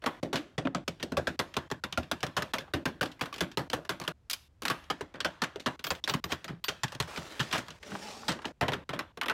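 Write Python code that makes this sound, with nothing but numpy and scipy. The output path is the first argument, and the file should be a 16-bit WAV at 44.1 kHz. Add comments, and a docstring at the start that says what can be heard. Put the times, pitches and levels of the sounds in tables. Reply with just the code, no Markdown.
"""Glass and plastic cosmetic bottles knock one by one into a ribbed plastic bin on a shelf, close to a phone.
Each knock cracks, clacks, thuds the bin and decays through dense modes; splices cut the rings short.
Glass clinks and a very high hiss lie over some knocks; filtered noise makes the drags of bottles and bins.
Quiet room air lies beneath; the phone's limiter holds the loud knocks at one level."""
import sys
import numpy as np
from scipy import signal
from scipy.fft import rfft, irfft, next_fast_len
from scipy.io import wavfile
from scipy.ndimage import uniform_filter1d, minimum_filter1d

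SR = 44100
rng = np.random.default_rng(int(sys.argv[2]) if len(sys.argv) > 2 else 0)


def generate_wav(sig):
    """Save sig (samples, or channels by samples) to the path in sys.argv[1] as 16-bit PCM at SR."""
    pcm = np.round(np.clip(np.atleast_2d(sig).T, -1, 1) * 32767).astype(np.int16)
    wavfile.write(sys.argv[1], SR, pcm)


N = 411453  # length in samples


def amp(db):
    """dB to gain."""
    return np.exp(np.asarray(db) * np.log(10) / 20)


def unit(x):
    """x at rms 1."""
    return x / np.sqrt(np.mean(x ** 2, axis=-1, keepdims=True))


def shaped(x, gain):
    """x times a gain that depends on frequency."""
    size = next_fast_len(N, real=True)
    hz = np.fft.rfftfreq(size, 1 / SR) + 1  # 1 Hz up, so that its log exists
    return irfft(rfft(x, size) * gain(hz), size)[..., :N]


def spectrum(points):
    """The gain through (Hz, dB) points on a log frequency axis."""
    f, db = np.transpose(points)
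    return lambda hz: amp(np.interp(np.log(hz), np.log(f), db))


def lumps(size, count):
    """A smooth random curve of rms 1 that changes every size samples or so."""
    noise = rng.standard_normal(count)
    return unit(uniform_filter1d(uniform_filter1d(noise, size), size))


def streaky(x, streak_db):
    """x with narrow resonances that come and go."""
    z = signal.stft(x, nperseg=512)[2]
    streaks = uniform_filter1d(rng.standard_normal(z.shape), size=3, axis=-2)
    streaks = uniform_filter1d(streaks, size=16, axis=-1)
    return signal.istft(z * amp(streak_db * streaks / streaks.std()), nperseg=512)[1][..., :N]


def ring(modes, t, scatter_db, rise_cycles=0.83):
    """Damped modes of random strength; each builds up over its own cycles, so the low ones come late."""
    hz, db, t60 = np.transpose(modes)[..., None]
    decay = amp(db + scatter_db * rng.standard_normal(hz.shape) - 60 * t / t60)
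    rise = 1 - np.exp(-(hz * t / rise_cycles) ** 2)
    return np.sum(decay * np.sin(2 * np.pi * hz * t) * rise, axis=0)


def add(track, s, sound):
    """Lays a sound in at s seconds; the next splice ends it with a short fade."""
    # splices between shots: t/s
    splices = [.203, .563, .843, 1.363, 1.683, 1.803, 2.523, 2.723, 2.843, 3.003, 3.555, 3.683, 3.883,
               4.123, 4.483, 5.763, 6.003, 6.203, 6.603, 8.523, 8.843, 9.123]
    end = min(c for c in splices + [np.inf] if c > s + .004)
    left = end - s - np.arange(len(sound)) / SR
    track[round(s * SR):][:len(sound)] += sound * np.clip(left / 0.0031, 0, 1)


def room_air(level_db=-62.5):
    """The quiet air of the room: steady noise, strongest in the bass."""
    # tilt of the air: f/Hz, relative level/dB
    tilt = [(30, -1), (75, 11), (266, -11.5), (6900, -36), (16000, -48.5)]
    return amp(level_db) * unit(shaped(rng.standard_normal(N), spectrum(tilt)))


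def slides(grain_db=1.5, judder_db=1.1, streak_db=2.2, hollow_width_hz=75):
    """Dragging over the shelf: tiny uneven catches, a judder, and narrow resonances that come and go."""
    # bins and bottles dragged along, one list for each drag, the empty bin last: t/s, level/dB
    drags = [
        [(6.27, -65), (6.32, -35.5)],
        [(7.075, -47), (7.2, -45), (7.4, -49), (7.5, -49), (7.56, -34.5), (7.64, -59), (7.79, -59)],
        [(7.8, -68), (7.88, -45.5), (8.11, -44.5), (8.3, -51.5)],
    ]
    # scrape of plastic on the shelf: f/Hz, relative level/dB
    scrape_tilt = [(35, -45.5), (60, -49), (220, -6.5), (1400, -6.5), (5590, -17), (16000, -36.5)]
    # resonances of the empty bin's walls: f/Hz, level/dB
    hollow = [(208, 11), (431, 7), (600, 5), (836, 7)]
    t = np.arange(N) / SR
    *loaded, empty = [amp(np.interp(t, *np.transpose(rows), left=-120, right=-120)) for rows in drags]
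    roughness_db = grain_db * lumps(size=40, count=N) + judder_db * lumps(size=500, count=N)
    catches = rng.standard_normal(N) * amp(roughness_db)

    def empty_bin(hz):
        """Gain of the hollow walls, and of the bare edges, which hiss."""
        walls = 1 + sum(amp(db) / (1 + (2 * (hz - f) / hollow_width_hz) ** 2) for f, db in hollow)
        return walls + 1.1 * np.exp(-np.log2(hz / 6500) ** 2)

    scrape = shaped(streaky(catches, streak_db), spectrum(scrape_tilt))
    return sum(loaded) * unit(scrape) + empty * unit(shaped(scrape, empty_bin))  # a load damps the walls


def high_hiss(track, t):
    """Very high hiss over some knocks: many random damped sines close together."""
    # very high hiss at some knocks: lowest f/Hz, highest f/Hz, t60/s
    low_hz, high_hz, hiss_t60 = (13000, 23000, 0.17)
    # when it sounds: t/s, level/dB
    hiss_times = [(5.841, -59), (5.868, -57), (5.906, -66), (6.093, -59)]
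    for s, db in hiss_times:
        sines = [(f, 0, hiss_t60) for f in rng.uniform(low_hz, high_hz, size=110)]
        add(track, s, amp(db) * ring(sines, t, scatter_db=2))


def glass_touches(track, t):
    """Glass bottles touching: a few sparse damped modes."""
    # dropper bottles: f/Hz, level/dB, t60/s
    dropper = [(12920, -5, .09), (13610, 0, .13)]
    # glass touches glass: t/s, level/dB
    clink_times = [(6.241, -46), (6.32, -52), (6.642, -40), (6.684, -49)]
    # one bottle sings lower: t/s, f/Hz, level/dB, t60/s
    ping = (6.642, 4613, -39, .14)
    # thick glass bottle: f/Hz, level/dB, t60/s
    flask = [(3560, 3, 0.03), (3870, 3, 0.038), (5530, -8, 0.034)]
    # the thick bottle touches its neighbours: t/s, level/dB
    clonk_times = [(6.04, -27), (6.097, -27)]
    for s, db in clink_times:
        add(track, s, amp(db) * ring(dropper, t, scatter_db=2))
    add(track, ping[0], ring([ping[1:]], t, scatter_db=2))
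    for s, db in clonk_times:
        add(track, s, amp(db) * ring(flask, t, scatter_db=2))


def contacts(tick_drop_db=16, rattle_db=2.0):
    """All contacts as rows for knocks(); the item in hand sets weight, brightness, sizzle and ring time."""
    # firm knocks: t/s, level/dB, thud of the bin/dB, pitch of the object's clack f/Hz
    firm = [(0.061, -16.5, -15, 817), (0.229, -36.5, 1, 805), (0.33, -27, -5.5, 1650),
            (0.357, -27.5, -15.5, 2550), (0.58, -28, -9, 445), (0.748, -29, -10, 693),
            (0.879, -30.5, -7.5, 3730), (1.028, -32.5, -4, 4660), (1.12, -38.5, 2.5, 1060),
            (1.17, -24, -7, 800), (1.271, -25, -7, 1850), (1.392, -21.5, -12, 834), (1.567, -25, -10, 1230),
            (1.714, -31, -10, 1050), (1.838, -29, -17, 1420), (1.925, -35.5, -17, 3580),
            (1.975, -24, -13.5, 554), (2.114, -23.5, -16.5, 640), (2.23, -22, -17.5, 776),
            (2.266, -36, -10, 1410), (2.367, -16, -19, 632), (2.422, -30.5, -12.5, 1440),
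            (2.536, -24.5, -17.5, 1130), (2.584, -34, -13, 2180), (2.737, -27.5, -5.5, 1450),
            (2.855, -25.5, -10, 1550), (3.011, -23.5, -14, 1450), (3.029, -29, -10.5, 765),
            (3.211, -25, -13, 1200), (3.257, -38, -44, 1260), (3.407, -24.5, -8.5, 1720),
            (3.573, -24, -10, 890), (3.732, -25, -12.5, 764), (3.893, -24.5, -15, 1370),
            (4.078, -28.5, -14, 1610), (4.299, -37, -36, 2410), (4.332, -33.5, -36, 2440),
            (4.653, -23.5, -21.5, 1110), (4.681, -30.5, -16, 2950), (4.7, -18.5, -17, 1570),
            (4.901, -22.5, -14.5, 1110), (5.009, -34.5, -7, 1070), (5.2037, -30, -19.5, 2950),
            (5.247, -20, -15.5, 1340), (5.419, -25, -11, 1460), (5.437, -25, -23, 1480),
            (5.559, -44, -2, 1380), (5.661, -18.5, -13.5, 892), (5.793, -44, -16.5, 2360),
            (5.842, -30, -22, 4630), (5.868, -33.5, -14, 3240), (5.905, -21.5, -18.5, 785),
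            (6.096, -28, -13.5, 4000), (6.138, -25.5, -16.5, 933), (6.241, -33.5, -8, 1750),
            (6.32, -24.5, -14.5, 1710), (6.444, -37.5, -13, 1770), (6.641, -33, -29, 3200),
            (6.683, -23, -16.5, 3260), (6.834, -23, -20, 1410), (6.949, -42.5, -9, 1500),
            (7.001, -22, -18.5, 1096), (7.161, -38, -31, 1580), (7.174, -34.5, -11.5, 820),
            (7.395, -32, -9, 2770), (7.401, -25.5, -39, 1520), (8.282, -18.5, -17.5, 886),
            (8.454, -32.5, -10.5, 826), (8.611, -15.5, -15, 870), (8.682, -23, -14.5, 784),
            (8.72, -30.5, -8.5, 970), (8.734, -25, -13.5, 1540), (8.892, -30, -14.5, 1166),
            (8.991, -26, -18.5, 1133), (9.173, -37, -9.5, 448), (9.213, -25.5, -35, 2170),
            (9.233, -34, -24, 2170), (9.259, -29.5, -18, 686), (9.283, -27.5, -17, 2150),
            (9.297, -16.5, -19, 1750)]
    # drawn-out rubs on ribs and neighbours: t/s, level/dB, thud/dB, f/Hz, brightness over the item's/dB
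    rubs = [(0.02, -47.5, -11, 1480, 0), (0.039, -34.5, -16, 686, -5), (0.999, -40.5, -15, 3030, -8),
            (3.361, -42.5, -7, 6730, 0), (3.7, -41, -12.5, 4000, 1.5), (4, -44.5, -3, 1153, 5),
            (4.039, -39, -29, 1060, 1), (4.621, -36, -11, 1100, 4), (5.141, -39.5, -14, 1030, -13),
            (5.598, -46, -12, 3273, 7.5), (6.0763, -27, -19.5, 790, -2.5), (6.481, -38.5, -23, 1420, -3),
            (7.427, -41, -23, 2720, 5), (7.527, -21, -21.5, 1630, 1), (8.932, -33.5, -11, 1270, -1)]
    # every rub: ring t60/s, rattle/dB
    rub = (0.29, 3.5)
    # soft, dull bumps in which one hollow note rings: t/s, level/dB, f/Hz
    bumps = [(0.652, -29, 267), (0.671, -32.5, 556), (2.679, -49.5, 780), (6.141, -35, 240),
             (6.491, -37.5, 173), (7.918, -36.5, 196), (7.952, -37.5, 815), (8.233, -46.5, 890),
             (8.39, -45, 900), (8.445, -39.5, 1070), (8.632, -35.5, 727), (9.225, -38.5, 1130),
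             (9.24, -36.5, 1210)]
    # every bump: thud/dB, brightness over the item's/dB, cycles it rings
    bump_thud_db, bump_over_db, bump_cycles = (-13, -18.5, 38)
    # light touches of nails, caps and neighbours:
    # t/s, level/dB, lowered for every light touch by tick_drop_db, f/Hz
    ticks = [(1.54, -29.5, 2450), (1.702, -29, 1210), (2.031, -34, 2410), (2.206, -34.5, 3480),
             (2.607, -36, 2500), (3.057, -25.5, 3470), (3.116, -35.5, 4800), (3.194, -35.5, 1100),
             (3.327, -28.5, 2760), (3.341, -25.5, 2440), (3.381, -26, 2470), (3.516, -35.5, 3380),
             (3.85, -32.5, 1190), (4.015, -24.5, 1150), (4.31, -25, 3310), (4.84, -44.5, 3240),
             (5.156, -38, 2720), (5.951, -29, 2440), (6.04, -23.5, 3700), (6.089, -20.5, 2480),
             (6.881, -34.5, 1990), (6.921, -25.5, 1017), (7.024, -25, 1520), (7.683, -28, 1330),
             (7.705, -29.5, 3200), (7.512, -26, 3000), (7.579, -18.5, 7000), (7.829, -29, 1620),
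             (8.318, -21, 4900), (8.419, -31.5, 925)]
    # every light touch: thud/dB, brightness over the item's/dB, ring t60/s, note over a knock's clack/dB
    tick_thud_db, tick_over_db, tick_t60, tick_note_db = (-16, 1.3, 0.2, 2.5)
    # what is being handled: from t/s, deep-bass weight/dB, brightness/dB, top-band sizzle/dB, ring t60/s in
    # order: compact and tubes, first bottle, first bottle and tube, soft tubes, slim sticks, capped bottles,
    # six-sided sticks in the hands, then as a bundle, then one by one, glass droppers, smaller glass bottles,
    # pump bottle, full bin, empty bin, wide jar, second jar
    items = [(0, -10, -21.5, 2.5, 0.13), (.2, -5.5, -15, -1, 0.25), (.55, 4, -18.5, -9, 0.2),
             (.85, -2, -16, 0.5, 0.16), (1.5, 3.5, -17.5, 1, 0.15), (2.5, -2, -17, 3, 0.21),
             (4.2, -10, -5.5, 7, 0.11), (4.55, -2.5, -17, 5, 0.14), (4.89, -4.5, -17.5, -2.5, 0.15),
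             (5.75, 0.5, -16, 1, 0.15), (6.2, 2, -14.5, 0, 0.15), (6.75, 8.5, -12.5, -1, 0.096),
             (7.1, 5.5, -15.5, -2.5, 0.2), (7.75, -2.5, -16, -4, 0.27), (8.55, -1.5, -23, 1, 0.17),
             (9.15, -11, -24.5, 5.5, 0.099)]

    def row(s, db, thud_db, hz, over_db=0, t60=None, rattle_db=rattle_db, note_db=0):
        """One contact, coloured by the item handled at that time."""
        _, weight_db, bright_db, sizzle_db, item_t60 = [item for item in items if item[0] <= s][-1]
        return s, db, thud_db, weight_db, bright_db + over_db, sizzle_db, rattle_db, note_db, hz, t60 or item_t60

    rows = [row(*knock) for knock in firm]
    rows += [row(*r, *rub) for r in rubs]
    rows += [row(s, db, bump_thud_db, hz, bump_over_db, bump_cycles / hz, note_db=7) for s, db, hz in bumps]
    rows += [row(s, db - tick_drop_db, tick_thud_db, hz, tick_over_db, tick_t60, note_db=tick_note_db)
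             for s, db, hz in ticks]
    return rows


def bin_thud(t, level_db, weight_db):
    """The bin's low damped modes; the item's weight shifts the level of those under 150 Hz."""
    # the bin: f/Hz, level/dB, t60/s
    bin_modes = [(81.1, -8, 0.16), (127.6, -5, 0.11), (170.1, -9.5, 0.16), (245.5, -3.5, 0.087),
                 (409.6, -0.5, 0.056)]
    loaded = [(f, level + weight_db * (f < 150), t60) for f, level, t60 in bin_modes]
    return amp(level_db) * ring(loaded, t, scatter_db=5, rise_cycles=0.65)


def object_clack(t, clack_hz, level_db, bright_db):
    """The object's own note, which rings a set number of cycles as plastic does, and seven random modes."""
    note = ring([(clack_hz, level_db, 44 / clack_hz)], t, scatter_db=1.5, rise_cycles=0.87)
    overtone_db = 7 + min(bright_db, -16)  # dull contacts hardly reach the other modes
    overtone_hz = np.exp(rng.uniform(np.log(1050), np.log(5000), size=7))
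    return note + ring([(f, overtone_db, 55 / f) for f in overtone_hz], t, scatter_db=6.5)


def knocks(room_db=-25, room_t60=0.84, crack_db=9, crack_t60=0.032, clack_db=-4, hump_db=5, bin_db=6,
           dense_db=-11, snap_db=12, snap_t60=0.019):
    """Each contact cracks, clacks, thuds the bin and leaves a dense decay and the shelf's echo (t60 in s)."""
    # the many close modes of bin and bottle, by band: f/Hz, level/dB, share of the ring time
    dense_modes = [(154.2, 12.5, 0.95), (291.5, 12.5, 1.017), (578.6, 6.5, 0.85), (981, -4, 0.69),
                   (1588, -2.5, 0.64), (2880, 4.5, 0.51), (4470, 11, 0.44), (6670, 5, 0.5),
                   (11000, 0.5, 0.48)]
    track, t = np.zeros(N + SR), np.arange(round(.23 * SR)) / SR
    hz, band_db, share = np.transpose(dense_modes)[..., None]
    # narrow resonances come and go in the noise, different at each contact
    modal = streaky(rng.standard_normal((len(hz), N)), streak_db=2.8)
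    bands = unit(shaped(modal, lambda f: np.exp(-(np.log2(f / hz) / .5) ** 2)))
    low = np.clip(np.log2(900 / hz), 0, 1)  # share of the thud in each band
    high = np.clip(np.log2(hz / 2300), 0, 1)  # share of the brightness
    swell = 1 - np.exp(-(t / (1.24 / hz + 0.00064)) ** 2)  # low modes take a cycle or two to build up
    crack = swell * amp(crack_db - 60 * t / crack_t60) * (1 - low)
    crack = crack + swell * amp(snap_db - 60 * t / snap_t60) * high  # the treble snaps first
    # the shelf's echo, stronger above the bass
    echo = swell * amp(room_db + 3.5 * (1 - low) - 60 * t / (room_t60 * share ** .7))
    for s, db, thud_db, weight_db, bright_db, sizzle_db, rattle_db, note_db, clack_hz, t60 in contacts():
        t60 = np.clip(t60, .02, 1)
        colour_db = band_db + low * thud_db + high * bright_db
        colour_db = colour_db + (hz == hz.max()) * sizzle_db + (hz == hz.min()) * weight_db
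        # the object favours its own pitch
        colour_db = colour_db + (hump_db + note_db) * np.exp(-(np.log2(hz / clack_hz) / 1.04) ** 2)
        rattle = amp(rattle_db * lumps(size=90, count=len(t)))  # it rocks on the ribs as it settles
        hardness = amp(-40 * t60)  # the longer the ring time, the less crack
        decay = rattle * (hardness * crack + swell * amp(-60 * t / (t60 * share))) + echo
        start = rng.integers(N - len(t))
        dense = amp(dense_db + colour_db[:, 0]) @ (decay * bands[:, start:start + len(t)])
        clack = object_clack(t, clack_hz, clack_db + note_db, bright_db)
        thud = bin_thud(t, thud_db + bin_db, weight_db)
        add(track, s - .0006, amp(db) * (dense + clack + thud))
    high_hiss(track, t)
    glass_touches(track, t)
    return track[:N]


def scene():
    """Room air, the drags along the shelf, and the knocks close to the microphone."""
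    return (room_air() + slides() + knocks())[None]


def record(dry, ceiling_db=-17.8, top_hz=15850):
    """The microphone drops the deep bass; a fast limiter, then the band limit."""
    dry = signal.sosfilt(signal.butter(2, 38, "high", fs=SR, output="sos"), dry)
    needed = np.minimum(1, amp(ceiling_db) / (np.abs(dry) + 1e-9))
    # the gain dips just ahead of each peak and moves smoothly
    gain = uniform_filter1d(minimum_filter1d(needed, size=160, axis=1), size=120, axis=1)
    return shaped(dry * gain, lambda hz: amp(-np.clip(hz - top_hz, 0, None) / 14))  # 1 dB less every 14 Hz


dry = scene()
out = record(dry)
generate_wav(out)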